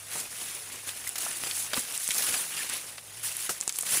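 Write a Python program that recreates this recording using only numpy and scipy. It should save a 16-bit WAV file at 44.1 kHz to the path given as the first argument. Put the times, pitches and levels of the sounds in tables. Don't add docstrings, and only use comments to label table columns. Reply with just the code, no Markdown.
import sys
import numpy as np
from scipy import signal
from scipy.fft import rfft, irfft
from scipy.io import wavfile
from scipy.ndimage import uniform_filter1d

SR = 44100
rng = np.random.default_rng(int(sys.argv[2]) if len(sys.argv) > 2 else 0)


def waveform_to_disk(signal):
    frames = np.transpose(np.atleast_2d(signal))
    scaled = np.clip(frames, -1, 1) * 32767
    samples = np.round(scaled).astype(np.int16)
    wavfile.write(sys.argv[1], SR, samples)


N = 176400

# (time [s], hiss level [dB])
STIR_LEVELS = [(0, -45.5), (.08, -44), (.28, -43.5), (.59, -39.5), (.625, -44.5), (.69, -41), (.84, -43),
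               (1.06, -39), (1.115, -43), (1.3, -37), (1.7, -39.5), (1.9, -37.5), (2.25, -52), (2.5, -37.5),
               (2.82, -40), (2.9, -43), (3.02, -48.5), (3.11, -46), (3.3, -40.5), (3.66, -43.5), (4.0, -67)]
# (start [s], rise [s], hold [s], release [s], hiss [dB], rasp [dB], flutter [dB])
SLIDING_STROKES = [ (0.094, 0.029, 0.065, 0.11, -35.5, -44, -48.5),
                   (0.272, 0.12, 0.1, 0.036, -40, -47.5, -51),
                   (0.864, 0.014, 0.018, 0.023, -35, -41, -47.5),
                   (1.202, 0.005, 0.0075, 0.16, -32, -42.5, -47),
                   (1.4, 0.063, 0.027, 0.094, -35.5, -45, -50.5),
                   (1.514, 0.053, 0.038, 0.091, -31, -48, -53),
                   (1.729, 0.045, 0.0097, 0.045, -29.5, -41, -44),
                   (1.929, 0.017, 0.012, 0.03, -32, -37.5, -65),
                   (1.984, 0.028, 0.11, 0.068, -33, -44.5, -75),
                   (2.096, 0.082, 0.13, 0.035, -30, -40, -45.5),
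                   (2.204, 0.094, 0.046, 0.052, -40, -37.5, -49),
                   (2.319, 0.016, 0.062, 0.12, -31.5, -40, -46.5),
                   (2.508, 0.062, 0.026, 0.13, -38, -37.5, -48.5),
                   (2.675, 0.028, 0.052, 0.044, -37, -39.5, -55),
                   (3.228, .006, 0.02, 0.13, -31, -41.5, -56),
                   (3.367, 0.027, 0.062, 0.036, -35.5, -45, -73),
                   (3.72, 0.03, 0.084, 0.066, -38, -51.5, -75), (3.839, 0.03, 0.1, .08, -31, -37, -49),
                   (3.91, 0.015, 0.049, 0.032, -27.5, -38, -41)]
# (time [s], level [dB], tick frequency [Hz], blade jolt re tick [dB])
RIB_SNAPS = [ (0.8906, -19.5, 8000, -11), (1.0749, -16, 8950, -11), (1.0922, -10.5, 9650, -39),
             (1.182, -17, 8500, -23), (1.4371, -27, 7000, 11), (1.794, -11, 9300, -30),
             (1.9774, -10, 8500, -35), (2.0778, -8, 8600, -41), (2.0896, -8.5, 10400, -10.5),
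             (2.1076, -11.5, 6800, -26), (2.118, -11.5, 7900, -18), (2.6978, -12.5, 8440, -10),
             (2.7375, -13, 9500, -29), (3.368, -10, 10100, -44), (3.407, -18, 9000, -10),
             (3.6047, -17, 8100, -33), (3.6113, -8, 7640, -20.5), (3.6780, -5.5, 7900, -22),
             (3.694, -10, 7900, -28), (3.725, -16, 7550, -34), (3.7596, -16.5, 7040, -34),
             (3.7688, -17, 8400, -33), (3.8093, -12, 9700, -21), (3.8116, -12, 8600, -32),
             (3.8255, -12, 9200, -28), (3.9094, -10.5, 9300, -35)]
# (time [s], level [dB], centre frequency [Hz], width [octaves], decay time [s])
LEAF_SLAPS = [ (0.154, -37.5, 480, 1.7, 0.012), (0.891, -31, 3250, 0.39, 0.0043),
              (1.068, -34, 2090, 0.18, 0.0085), (1.074, -27.5, 10000, 1.3, 0.008),
              (1.156, -28, 3500, 2.1, 0.011), (1.183, -24.5, 6500, 1.8, 0.0059),
              (1.263, -30, 980, 0.58, 0.0047), (1.314, -31.5, 2600, 1.2, 0.0029),
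              (1.469, -37, 750, 1.4, 0.0093), (1.5108, -25, 3430, 0.44, 0.0035),
              (1.7331, -21.5, 1040, 1.8, 0.0068), (1.743, -20, 3870, .3, 0.0017),
              (1.766, -27.5, 700, 1.7, 0.0048), (1.774, -27, 1410, 0.67, 0.005),
              (2.089, -45, 150, 2, 0.0069), (2.106, -26, 2690, 0.48, 0.012),
              (2.181, -18.5, 9000, 1.3, 0.006), (2.222, -27, 5500, 1.6, 0.016),
              (2.288, -25.5, 4000, 2.4, 0.0069), (2.341, -26, 1900, 0.93, 0.0072),
              (2.592, -39, 1740, 0.082, 0.033), (2.981, -34.5, 1780, 1.35, 0.0061),
              (3.492, -29.5, 380, 2.2, 0.012), (3.493, -28, 1300, 0.84, 0.0062),
              (3.493, -26.5, 7700, 0.63, 0.028), (3.625, -36, 1830, 0.87, 0.0032),
              (3.677, -28.5, 650, 1.86, 0.0023), (3.693, -28, 3550, 1.24, 0.0079),
              (3.7863, -19, 9900, 0.48, 0.0033), (3.7875, -25, 1300, 1.9, 0.0015),
              (3.832, -34.5, 880, 1.5, 0.0039)]
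# (frequency [Hz], relative density [dB])
HISS_SPECTRUM = [(1500, -53.5), (3500, -12.5), (5000, -11), (7000, -6), (9000, -3), (10500, 0),
                 (11200, -4.5), (12000, -11.5), (14000, -8.5), (15500, -10.5)]
RASP_SPECTRUM = [(400, -21), (900, -8), (1500, -1.5), (2100, 0.5), (2800, 3.5), (4000, -1.5), (6000, -2),
                 (12000, -16)]
FLUTTER_SPECTRUM = [(30, -35), (100, 3), (200, 7), (450, 7.5), (800, 8), (1300, 6.5), (2500, 6),
                    (8000, -50)]
AIR_SPECTRUM = [(20, -18), (50, 5.5), (100, -14.5), (200, -9), (500, 0), (1500, -7.5), (5000, -36),
                (15000, -17)]
# (time [s], frequency [Hz], level [dB])
HUM_TRACK = [(0, 103, -61), (.55, 99, -66), (.9, 97, -60), (1.2, 99, -69.5), (1.55, 95, -62),
             (2.3, 100, -78), (2.8, 101, -67.5), (3.25, 106, -57), (3.6, 102, -75)]


def leaf_friction(strength, fizz_hz=11200, fizz_ref_db=-16):
    hiss, rasp, flutter = strength * amp(wander(rate_hz=57))
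    edge = colour(slips(per_s=25000, spread_db=2.5, cap=11), HISS_SPECTRUM)
    fizz = signal.sosfiltfilt(signal.butter(6, fizz_hz, "high", fs=SR, output="sos"), edge)
    edge += fizz * ((hiss / amp(fizz_ref_db)) ** 0.059 - 1)
    hiss *= edge * amp(0.79 * wander(rate_hz=34))
    blade = colour(slips(per_s=4500, spread_db=1, cap=4.6), RASP_SPECTRUM)
    rasp *= blade * amp(wander(rate_hz=150))
    leaf = colour(slips(per_s=2700, spread_db=2, cap=4.7), FLUTTER_SPECTRUM)
    flutter *= leaf * amp(1.75 * wander(rate_hz=22))
    return drifting_colour(hiss + rasp + flutter, depth_db=2)


def friction_strength(stir_ref_db=-40, rasp_db=-46, flutter_db=-54.5):
    t = np.arange(N) / SR
    stir_db = np.interp(t, *np.transpose(STIR_LEVELS))
    swell_db = stir_db - stir_ref_db
    power = amp([stir_db, rasp_db + swell_db, flutter_db + swell_db]) ** 2
    for start, rise, hold, release, *levels_db in SLIDING_STROKES:
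        speed = np.interp(t, start + np.cumsum([0, rise, hold, release]), [0, 1, 1, 0])
        power += (amp(levels_db)[:, None] * speed) ** 2
    return np.sqrt(power)


def slips(per_s, spread_db, cap):
    size = amp(spread_db * np.minimum(rng.exponential(1, N), cap))
    return unit(size * rng.choice([-1, 1], N) * (rng.random(N) < per_s / SR))


def drifting_colour(x, depth_db, size=512):
    spectrogram = signal.stft(x, nperseg=size)[2]
    patches = uniform_filter1d(rng.standard_normal(spectrogram.shape), size=6, axis=0)
    patches = unit(uniform_filter1d(patches, size=3, axis=1))
    return signal.istft(spectrogram * amp(depth_db * patches), nperseg=size)[1][:N]


def rib_snap(level_db, hz, jolt_db):
    tick = ping(hz, rise_s=0.00009)
    jolt = amp(jolt_db) * ping(hz=2600, rise_s=0.00007)
    return amp(level_db) * signal.sosfilt(signal.butter(2, 12700, fs=SR, output="sos"), tick + jolt)


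def leaf_slap(level_db, hz, octaves, decay_s, rise_s=0.0004, size=8192):
    t, f = np.arange(size) / SR, np.fft.rfftfreq(size, 1 / SR)
    band = np.exp(-0.5 * (np.log2((f + 1) / hz) / octaves) ** 2)
    crackle = rng.standard_normal(size) * np.exp(0.26 * rng.standard_normal(size))
    envelope = np.minimum(t / rise_s, 1) * np.exp(-t / decay_s)
    crumple = irfft(rfft(crackle) * band) * envelope
    return amp(level_db) * crumple * np.linalg.norm(envelope) / np.linalg.norm(crumple)


def stalk_knock(level_db=-25.5, hz=275, sag_s=0.059, decay_s=0.0052, size=4096):
    t = np.arange(size) / SR
    cycles = np.cumsum(hz * np.exp(-t / sag_s)) / SR
    return amp(level_db) * np.sin(2 * np.pi * cycles) * np.exp(-t / decay_s)


def crinkles(hiss_strength, level_db=-52, per_s=170, pitches=24, rise_cycles=0.47):
    out = np.zeros(N)
    for hz in np.geomspace(1400, 10500, pitches):
        clicks = slips(per_s / pitches, spread_db=3, cap=1.5)
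        ring = unit(scattering(ping(hz, rise_cycles / hz)))
        out += signal.oaconvolve(clicks, ring)[:N]
    return amp(level_db) * unit(out * hiss_strength ** 0.68)


def ping(hz, rise_s, size=256):
    t = np.arange(size) / SR
    return t / rise_s * np.exp(1 - t / rise_s) * np.sin(2 * np.pi * hz * t)


def scattering(x, near_s=0.0057, near_db=-8.5, far_s=0.032, far_db=-18, size=4096):
    t = np.arange(size) / SR
    near, far = rng.standard_normal((2, size)) * np.exp(-t / np.array([[near_s], [far_s]]))
    tail = amp(near_db) * near / np.linalg.norm(near) + amp(far_db) * far / np.linalg.norm(far)
    direct = t == 0
    return signal.oaconvolve(x, direct + tail)


def air_and_hum(air_db=-60, upper_ratio=1.45, upper_db=-69):
    times, hz, db = np.transpose(HUM_TRACK)
    t = np.arange(N) / SR
    pitch = np.interp(t, times, hz)
    out = amp(air_db) * colour(rng.standard_normal(N), AIR_SPECTRUM)
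    for ratio, level_db in ((1, np.interp(t, times, db)), (upper_ratio, upper_db)):
        cycles = np.cumsum(ratio * pitch * (1 + 0.0763 * wander(rate_hz=21.8))) / SR
        tone = np.sin(2 * np.pi * cycles) * amp(1.5 * wander(rate_hz=11))
        out += amp(level_db) * unit(tone)
    return out


def colour(x, spectrum, size=4096):
    f, db = np.transpose(spectrum)
    hz = abs(np.fft.fftfreq(size, 1 / SR))
    log_gain = np.log(amp(np.interp(np.log(hz + 1), np.log(f), db)))
    response = np.exp(np.conj(signal.hilbert(log_gain)))
    ring = np.fft.ifft(response).real[:size // 2]
    return unit(signal.oaconvolve(x, ring)[:N])


def wander(rate_hz):
    hz = np.fft.rfftfreq(N, 1 / SR)
    return unit(irfft(rfft(rng.standard_normal(N)) / (1 + (hz / rate_hz) ** 2), N))


def amp(db):
    return 10 ** (np.asarray(db) / 20)


def unit(x):
    return x / np.sqrt(np.mean(x ** 2) + 1e-20)


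def add(mix, start_s, sound):
    part = mix[max(round(start_s * SR), 0):][:len(sound)]
    part += sound[:len(part)]


def scene():
    strength = friction_strength()
    out = leaf_friction(strength) + crinkles(strength[0]) + air_and_hum()
    for start_s, *snap in RIB_SNAPS:
        add(out, start_s, scattering(rib_snap(*snap)))
    for start_s, *slap in LEAF_SLAPS:
        add(out, start_s, leaf_slap(*slap))
    add(out, start_s=1.7775, sound=stalk_knock())
    return out[None]


def record(dry, low_hz=32, high_hz=15600):
    thin = signal.sosfilt(signal.butter(2, low_hz, "high", fs=SR, output="sos"), dry)
    low_pass = signal.firwin(511, high_hz, window=("kaiser", 9), fs=SR)
    return signal.oaconvolve(thin, low_pass[None], "same")


dry = scene()
out = record(dry)
waveform_to_disk(out)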